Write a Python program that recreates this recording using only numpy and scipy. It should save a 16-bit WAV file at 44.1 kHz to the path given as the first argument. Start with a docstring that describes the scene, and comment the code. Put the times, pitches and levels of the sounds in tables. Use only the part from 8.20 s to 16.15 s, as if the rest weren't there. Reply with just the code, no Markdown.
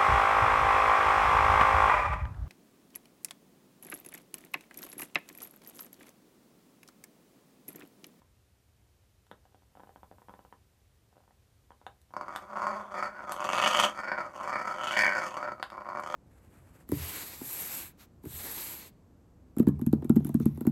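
"""On a tiled floor in a quiet room, a grey parrot creaks softly, growls at a plastic dustpan and nibbles its edge.
The voice is a train of uneven pulses from the syrinx that rings windpipe, throat and beak, with puffs of air
for rasp and hiss. Beak and claw clicks are short blows coloured between dull knock and bright snap.
Tiles, pan and cupboard throw it all back as echoes; shaped noise gives the room's faint hum and hiss."""
import sys
import numpy as np
from scipy import signal
from scipy.io import wavfile
from scipy.ndimage import uniform_filter1d

SR = 44100
rng = np.random.default_rng(int(sys.argv[2]) if len(sys.argv) > 2 else 0)


def unload_wav(signal):
    """Save mono or channel-first audio to the path in sys.argv[1] as 16-bit WAV at rate SR, clipped to [-1, 1]."""
    wavfile.write(
        sys.argv[1],
        SR,
        np.round(np.clip(np.atleast_2d(signal).T, -1, 1) * 32767).astype(np.int16),
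    )


def elevation(decibels):
    """Turn decibel levels (scalar or array-like) into linear amplitude ratios."""
    levels = np.asarray(decibels, float)
    return 10 ** (levels / 20)


N = 350595
START_LAG_S = 0.000978  # creaks, clicks and strong throbs start this long after their table times

# colour of the room hum and microphone hiss: (frequency [Hz], relative level [dB])
HUSH_COLOUR = [(12, -52), (20, -31), (41, -45), (65, -1), (123, -5.5), (149, -20.5), (181, -15),
               (261, -20.5), (375, -20), (942, -27.5), (1110, -29), (14500, -37.5), (15800, -47.5)]
# single slow pulses of the quiet creak: (time [s], level [dB], throat centre [Hz])
CREAKS = [(0.018, -50, 990), (1.345, -46.5, 770), (1.552, -45.5, 830), (1.571, -43.5, 736),
          (1.596, -42.5, 880), (1.602, -41.5, 890), (1.634, -40.5, 846), (1.672, -47, 850),
          (1.692, -43, 745), (1.759, -39.5, 880), (1.831, -38.5, 880), (1.913, -40, 696), (1.983, -45, 940),
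          (2.018, -45.5, 890), (2.084, -39, 900), (2.094, -35.5, 920), (2.138, -38.5, 900),
          (2.191, -41.5, 884), (2.249, -42.5, 880), (2.325, -38, 930), (2.967, -49.5, 624),
          (3.505, -40.5, 920), (3.614, -47.5, 875), (3.906, -49, 877.5)]
# faint runs of creak pulses: (start [s], length [s], pulse rate [1/s], level [dB])
PURRS = [(1.243, .3, 11, -57), (2.924, .19, 27, -53.5)]
# fixed resonances beside the creak's throat centre: (frequency [Hz], width [Hz], level [dB])
CREAK_RESONANCES = [(255, 360, 1), (550, 94, -3.5), (1510, 260, -9.5), (3300, 200, -12.5)]
# side pocket of the throat that swallows a band: (frequency [Hz], width [Hz], gain [dB])
THROAT_POCKET = (3800, 450, -12)
# beak and claw on plastic and tile: (time [s], level [dB], crack re level [dB], snap [0 knock - 1 snap])
CLICKS = [(1.066, -55, -6, .3), (1.113, -32.5, -23, 0.022), (3.665, -28.5, -23, 0.22),
          (3.815, -58, 3, 0.13), (3.936, -62, 5, 0.23), (4.16, -21, -12.5, 0.74), (5.12, -21, -3.5, 0.85),
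          (7.427, -17, -19.5, 0.97), (7.501, -35.5, -14, 0.95), (7.799, -42.5, 1, 1)]
# colour of a dull knock: (frequency [Hz], relative level [dB])
KNOCK_COLOUR = [(59, -69), (100, -4.5), (337, -3), (837, 3), (1140, -3.5), (1600, -3), (2420, -17),
                (3710, -8.5), (6000, -57), (7800, -73), (13200, -120)]
# colour of a bright snap: (frequency [Hz], relative level [dB])
SNAP_COLOUR = [(120, -33), (200, -19), (422, -21), (829, -3.5), (1520, -1.5), (2170, -5.5), (4250, -10),
               (4730, 7), (6640, -25), (12800, -10), (14000, -59)]
# pulse train of the growl: (time [s], rate before wobble [1/s], unevenness of spacing [0-1])
PULSING = [(3.9, 120, .4), (4.42, 215, .1), (4.62, 215, .12), (4.75, 200, .2), (4.92, 225, .12),
           (5.0, 115, .3), (5.8, 170, .37), (6.5, 150, .35), (6.78, 102, .15), (6.92, 102, .15),
           (7.05, 160, .35), (7.55, 98, .2), (7.95, 105, .25)]
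# push behind the growl, before the breath dips: (time [s], level [dB])
EFFORT = [(3.9, -100), (3.94, -50.5), (4.15, -41.5), (4.28, -51), (4.35, -33.5), (4.55, -33.5), (4.86, -34),
          (4.9, -47), (5.24, -36.5), (5.32, -31), (5.46, -29.5), (5.66, -22.5), (5.88, -38.5),
          (6.02, -32.5), (6.35, -35.5), (6.4, -36.5), (6.74, -34.5), (6.77, -31.5), (7.06, -33),
          (7.1, -40.5), (7.28, -35.5), (7.33, -55.5), (7.52, -44), (7.95, -35)]
# airflow reversals, where pulses flip sign and sink: (time [s], dip [dB])
BREATH_TURNS = [(4.669, -13), (5.721, -20), (6.1, -16), (7.09, -3.5), (7.45, -14)]
# strongest throbs of the growl, each led by one hard pulse: (time [s], level before trims [dB])
THROBS = [(3.937, -27.5), (3.965, -17.5), (4.01, -20), (4.081, -22.5), (4.144, -35), (4.35, -35),
          (4.383, -22), (4.418, -16.5), (4.467, -12.5), (4.825, -14.5), (5.093, -19), (5.203, -19),
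          (5.242, -15.5), (5.289, -12), (5.331, -8.5), (5.376, -15), (5.437, -10), (5.46, -6.5),
          (5.542, -16), (5.582, -13), (5.625, -11), (5.783, -26), (5.825, -29), (5.916, -11.5),
          (6.003, -14.5), (6.227, -25.5), (6.355, -12.5), (6.634, -17), (6.67, -16.5), (6.708, -16.5),
          (6.765, -13.5), (6.834, -11), (6.853, -12.5), (6.877, -12), (7.167, -16.5), (7.227, -17),
          (7.27, -28), (7.318, -18), (7.397, -23.5), (7.519, -25.5), (7.57, -28.5), (7.687, -18.5),
          (7.771, -18.5), (7.861, -21.5)]
# moving voice: (time [s], mouth resonance [Hz], throat drive re effort [dB], beak drive re effort [dB])
MOUTH = [(3.9, 1010, -24, -63), (4.16, 1200, -12.5, -19), (4.358, 1119, -22, -34), (4.52, 1076, -12.5, -36),
         (4.66, 1093, -31, -20), (4.78, 1204, -4.5, -25.5), (4.97, 1480, -14, -39),
         (5.15, 1080, -20, -15.5), (5.41, 1210, -5.5, -3), (5.65, 1180, -9.5, -1.5), (5.93, 1505, -4, -49),
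         (6.17, 1005, -22, -16), (6.35, 1250, -2, -28), (6.52, 1306, -12, -21.5), (6.68, 1350, -12.5, -2.5),
         (6.81, 1573, 10, -9), (6.96, 1514, -3, -26), (7.13, 960, -12.5, -8), (7.25, 1400, -12.5, -42),
         (7.57, 1026, -16, -48), (7.78, 1107, -14, -40), (7.86, 1175, -14, -16.5), (7.95, 1225, -12, -13.5)]
# moving ring of the open beak: (time [s], frequency [Hz])
GAPE = [(5.1, 3457), (5.23, 2670), (5.77, 3290), (5.85, 2860), (6.5, 2720), (6.53, 3117), (6.89, 2789),
        (7.77, 2900), (7.95, 3194)]
# chest resonances: (frequency [Hz], width [Hz], level [dB])
CHEST = [(134, 89, -4), (221.5, 79, -4.5), (339.6, 194, -0.5)]
# windpipe resonances: (frequency [Hz], width [Hz], level [dB])
WINDPIPE = [(518, 53, -6), (613, 75, 3.5), (730, 20, -5), (1016, 460, 1.5), (1398, 85, 0.5)]
# throat resonances: (frequency [Hz], width [Hz], level [dB])
THROAT = [(1705, 123, 3.5), (1900, 250, -2.8), (2177, 180, 1.8)]
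# beak resonances: (frequency [Hz], width [Hz], level [dB])
BEAK = [(2690, 110, 1), (3420, 1090, 0.58)]
# resonances that colour the rasp: (frequency [Hz], width [Hz], level [dB])
RASP = [(4580, 500, 1), (5350, 240, -4.2)]
# resonances that colour the hiss of the voice: (frequency [Hz], width [Hz], level [dB])
HISS = [(5650, 390, 2), (6330, 1700, 14.5), (7670, 760, 2), (9170, 1500, 2.5), (12460, 5800, -4)]
# tile, pan and cupboard reflections: (delay [s], level [dB])
ECHOES = [(.0040, -12.5), (.0054, -14.5), (.0094, -27.5), (0.0105, -13), (.021, -43)]
# decay of the room tail: (frequency [Hz], 60 dB decay time [s])
ROOM_DECAY = [(250, 0.26), (1000, 0.17), (4000, 0.16), (12000, 0.18)]


def evened(x):
    """Scales to rms 1."""
    return x / np.sqrt(np.mean(x ** 2) + 1e-20)


def read(points, hz):
    """Reads a table on a log-frequency axis."""
    f, value = np.transpose(points)
    return np.interp(np.log(hz + 1), np.log(f + 1), value)


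def sudden(gain):
    """The most sudden causal (minimum-phase) pulse with this magnitude, energy 1."""
    log = np.log(np.maximum(gain, gain.max() * 1e-5))
    full = np.concatenate([log, log[-2:0:-1]])
    h = np.fft.ifft(np.exp(full - 1j * signal.hilbert(full).imag)).real[:4096]
    return h / np.linalg.norm(h)


def ring(modes, steep=1.92):
    """Pulse through a bank of resonances with skirts of the given steepness, less the throat pocket's band."""
    f = np.fft.rfftfreq(8192, 1 / SR) + 1
    gain = sum(elevation(db) * (1 + ((f - hz * hz / f) / width) ** 2) ** (-steep / 2) for hz, width, db in modes)
    pocket_hz, pocket_width, pocket_db = THROAT_POCKET
    return sudden(gain * elevation(pocket_db * np.exp(-((f - pocket_hz) / pocket_width) ** 2)))


def train(s, size):
    """Impulses of the given sizes at the given times."""
    out = np.zeros(N)
    np.add.at(out, np.clip(np.round(np.asarray(s) * SR).astype(int), 0, N - 1), size)
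    return out


def through(x, h):
    """Convolves and keeps the length."""
    return signal.oaconvolve(x, h)[:N]


def hush():
    """Room hum and microphone hiss: random short-time spectra under one colour."""
    level_db = -66  # rms
    frames, hz = N // 512 + 5, np.fft.rfftfreq(2048, 1 / SR)
    real, imag = rng.standard_normal((frames, 1025, 2)).T
    spectra = (real + 1j * imag) * elevation(read(HUSH_COLOUR, hz)[:, None])
    noise = signal.istft(spectra, nperseg=2048, noverlap=1536)[1][:N]
    return elevation(level_db) * evened(noise)


def purrs():
    """Rows of faint creak pulses, loosely spaced along each run."""
    centre_hz, stray, spread_db = 830., 0.081, 3.5
    rows = []
    for (start, length, rate, db), z in zip(PURRS, rng.standard_normal((len(PURRS), 12, 3))):
        times = start + (np.arange(len(z)) + .1 * z[:, 0]) / rate
        levels = db + spread_db * z[:, 1]
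        centres = centre_hz * np.exp(stray * z[:, 2])
        rows += [row for row in zip(times, levels, centres) if row[0] < start + length]
    return rows


def creak():
    """Each slow pulse and its one rebound ring the half-shut throat at its own centre, over a faint airy hiss."""
    width_hz, centre_db = 300.0, 6.0
    stray, stray_db = .1, 3.  # chance detuning (share) and level spread of the fixed resonances
    rebound_s, rebound_db, rebound_spread_db = 0.0089, -10, 4.
    air_from_s, air_to_s, air_fade_s, air_db = 1.5, 2.38, .08, -77.
    t = np.arange(N) / SR
    out = elevation(air_db) * evened(np.diff(rng.standard_normal(N + 1)))
    out *= np.clip(np.minimum(t - air_from_s, air_to_s - t) / air_fade_s, 0, 1)
    for s, db, hz in CREAKS + purrs():
        luck = np.clip(rng.standard_normal((2, len(CREAK_RESONANCES) + 1, 2)), -2, 2)
        late_luck, drop_luck = luck[0, -1]
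        delays = (0, rebound_s * np.exp(0.193 * late_luck))
        drops_db = (0, rebound_db + rebound_spread_db * drop_luck)
        for late, drop_db, y in zip(delays, drops_db, luck):
            modes = [(f * (1 + stray * a), w, d + stray_db * b)
                     for (f, w, d), (a, b) in zip(CREAK_RESONANCES, y)]
            h = ring(modes + [(hz, width_hz, centre_db)])
            part = out[round((s + late + START_LAG_S) * SR):][:len(h)]
            part -= elevation(db + drop_db) * h / abs(h).max()
    return out


def clicks():
    """A dry blow with a short rattle, coloured between knock and snap, plus a bright crack of noise."""
    crack_s, rattle_s, rattle = .0015, .005, .045
    t, f = np.arange(4096) / SR, np.fft.rfftfreq(8192, 1 / SR)
    luck, out = rng.standard_normal((len(CLICKS), 2, len(t))), np.zeros(N)
    treble = signal.butter(2, [3200., 13000.], "band", fs=SR)
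    for (s, db, crack_db, snap), (rattle_noise, crack_noise) in zip(CLICKS, luck):
        snap = np.clip(snap, 0, 1)
        colour = sudden(elevation((1.5 - snap) * read(KNOCK_COLOUR, f) + snap * read(SNAP_COLOUR, f)))
        strike = (t == 0) + rattle * rattle_noise * np.exp(-t / rattle_s)
        blow = signal.fftconvolve(strike, colour)[:len(t)]
        crack = signal.lfilter(*treble, crack_noise * np.exp(-t / crack_s))
        # a louder crack leaves less for the blow; snaps push the other way
        body = np.sqrt(np.clip(1 - elevation(2 * crack_db), .01, 1)) * (1 if snap < .5 else -1)
        part = out[round((s + START_LAG_S) * SR):][:len(t)]
        part += elevation(db) * (body * blow / abs(blow).max() + elevation(crack_db) * crack / abs(crack).max())
    return out


def effort(s):
    """Effort in dB, sinking to each turn of the breath and returning after it."""
    sink_s, return_s = 0.099, 0.11
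    dips = sum(db * np.clip(np.where(s < turn, 1 - (turn - s) / sink_s, 1 - (s - turn) / return_s), 0, 1)
               for turn, db in BREATH_TURNS)
    return np.interp(s, *np.transpose(EFFORT)) + dips


def throbs():
    """The strong throbs, and lesser ones by chance wherever those leave room and the pulses are uneven."""
    gap_s, over_effort_db, spread_db = .042, 7., 3.5
    steady = .18  # up to this unevenness the pulses run on without lesser throbs
    when, level_db = np.transpose(THROBS)
    luck = np.clip(rng.standard_normal((200, 2)), -2, 2)
    more = when[0] + np.cumsum(gap_s * np.exp(.25 * luck[:, 0]))
    free = (abs(more[:, None] - when).min(axis=1) > gap_s * .6) & (more < N / SR)
    free &= np.interp(more, *np.transpose(PULSING)[::2]) > steady
    more_db = effort(more) + over_effort_db + spread_db * luck[:, 1]
    when, level_db = np.append(when, more[free]), np.append(level_db, more_db[free])
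    order = np.argsort(when)
    return when[order], level_db[order]


def resonate(x, hz, width):
    """A moving resonance: shift the curve hz to zero, smooth, shift back; pulse energy is kept."""
    turn, r = np.exp(2j * np.pi * np.cumsum(hz) / SR), np.exp(-np.pi * width / SR)
    return (turn * signal.lfilter([np.sqrt(2 * (1 - r * r))], [1, -r], x / turn)).real


def restless(s, size, modes, steep, stray=0.054):
    """A restless throat: each pulse takes one of five strayed shapes, each with its own small lag."""
    stray_db, lag_s, count = 2.5, 0.00062, 5
    pick, out = rng.integers(0, count, len(s)), np.zeros(N)
    for k, z in enumerate(rng.standard_normal((count, len(modes), 2))):
        shape = [(hz * (1 + stray * a), width, db + stray_db * b) for (hz, width, db), (a, b) in zip(modes, z)]
        pulses = train(s[pick == k] + lag_s * rng.random(), size[pick == k])
        out += through(pulses, ring(shape, steep))
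    return out


def growl():
    """Uneven pulses come in throbs and drive fixed resonances, a moving mouth and puffs of air."""
    spread_db, spread_db_per_uneven = 1.8, 4.5  # uneven pulses also differ more in strength
    throb_trim_db, lift_db, lift_s, stall_s = -4., 6., .022, .007
    chest_db, chest_follow = -22.5, 0.76  # the chest follows the effort in dB only in part
    mouth_width_hz, mouth_mid_hz, mouth_db_per_octave = 91.0, 1200., 7  # higher mouth rings louder
    gape_width_hz, gape_db, soft_hz = 230, -16.5, 1730.0
    puff_s, rasp_spread_db, throb_rasp_db = 0.0042, 3.5, -23  # rasp of a throb is re effort

    t = np.arange(N) / SR
    p, *columns = np.transpose(PULSING)
    rate, uneven = (np.interp(t, p, c) for c in columns)
    wobble = evened(uniform_filter1d(rng.standard_normal(N), size=200))
    turns = np.cumsum(rate * np.exp(uneven * wobble) * (t > p[0])) / SR
    k = np.flatnonzero(np.diff(np.floor(turns)))
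    when, throb_db = throbs()
    when = when + START_LAG_S
    # the folds stall just before a strong pulse
    ahead = when[np.minimum(np.searchsorted(when, t[k] - stall_s / 2), len(when) - 1)] - t[k]
    k = k[(ahead > stall_s) | (ahead < -stall_s / 2)]
    luck = np.clip(rng.standard_normal((len(k), 2)), -2, 1.3)
    # the pulses after a strong one start raised and sink until the next throb
    since = t[k] - when[np.maximum(np.searchsorted(when, t[k]) - 1, 0)]
    bed_db = lift_db * (np.exp(-abs(since) / lift_s) - .5)
    bed_db += (spread_db + spread_db_per_uneven * uneven[k]) * luck[:, 0]

    at = np.concatenate([t[k], when])
    effort_db = effort(at)
    # the effort is taken off the throbs here, as it is added to all pulses below
    strong = elevation(throb_db + throb_trim_db - effort_db[len(k):]) / abs(ring(WINDPIPE)).max()
    size = np.concatenate([np.sqrt(SR / rate[k]) * elevation(bed_db), strong])
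    size *= (-1.) ** np.searchsorted(np.transpose(BREATH_TURNS)[0], at)
    pushed = size * elevation(effort_db)

    s, mouth_hz, throat_db, beak_db = np.transpose(MOUTH)
    voice = restless(at, pushed, WINDPIPE, 2.5, stray=0.0064)
    chest_pulses = train(at, size * elevation(chest_db + chest_follow * effort_db))
    voice += through(chest_pulses, ring(CHEST, 4.67))
    soft = signal.lfilter(*signal.butter(2, soft_hz, fs=SR), train(at, pushed))  # the folds close softly
    open_hz = np.interp(t, s, mouth_hz)
    mouth_gain = elevation(mouth_db_per_octave * np.log2(open_hz / mouth_mid_hz))
    voice += mouth_gain * resonate(soft, open_hz, mouth_width_hz)
    voice += restless(at, size * elevation(effort_db + np.interp(at, s, throat_db)), THROAT, 2.65)
    beak = restless(at, size * elevation(effort_db + np.interp(at, s, beak_db)), BEAK, 2.78)
    gape_hz = np.interp(t, *np.transpose(GAPE))
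    voice += beak / 2 + elevation(gape_db) * resonate(beak, gape_hz, gape_width_hz)

    # each pulse also forces a short puff past the tongue; air noise grows as throat and beak open
    rasp_db = -14.5 + 0.76 * throat_db + 0.099 * beak_db
    hiss_db = -12 + 0.24 * throat_db + 0.44 * beak_db
    bed_rasp_db = np.interp(t[k], s, rasp_db) + rasp_spread_db * luck[:, 1]
    puff_db = effort_db + np.append(bed_rasp_db, np.full(len(when), throb_rasp_db))
    decay = np.exp(-np.arange(900) / SR / puff_s)
    air = through(train(at, size * elevation(puff_db)), decay / np.linalg.norm(decay)) * rng.standard_normal(N)
    hiss = air * elevation(np.interp(t, s, hiss_db - rasp_db))
    return voice + through(air, ring(RASP, 2.2)) - through(hiss, ring(HISS, 2.2))


def room(x):
    """A few close echoes, and a short sparse tail dying band by band."""
    tail_db = -7.5
    s, db = np.transpose(ECHOES)
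    taps = np.zeros(SR // 2)
    at = np.arange(400, len(taps) - 20, 20)
    taps[at + rng.integers(0, 20, len(at))] = rng.choice([-1., 1.], len(at))
    hz, t, z = signal.stft(taps, SR, nperseg=256)
    fade = elevation(-60 * t / read(ROOM_DECAY, hz)[:, None])
    tail = signal.istft(z * fade, SR, nperseg=256)[1]
    near = x + through(x, train(s, elevation(db))[:2048])
    return near + elevation(tail_db) * through(x, tail / np.linalg.norm(tail))


def scene():
    """Bird and clicks in the room, over the hush."""
    background = hush()
    dry_sounds = creak() + clicks() + elevation(-3.0) * growl()
    return (room(dry_sounds) + background)[None]


def roll_off(x):
    """The treble ends steeply here."""
    return signal.sosfilt(signal.butter(12, 15950, fs=SR, output="sos"), x)


def record(dry):
    """The microphone's band limit: a steep low-pass rounds off the finished mix."""
    mic_edge_hz = 15300
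    edge = signal.firwin(255, mic_edge_hz, window=("kaiser", 8), fs=SR)
    finished = signal.oaconvolve(dry, edge[None], "same")
    return roll_off(finished)


dry = scene()
out = record(dry)
unload_wav(out)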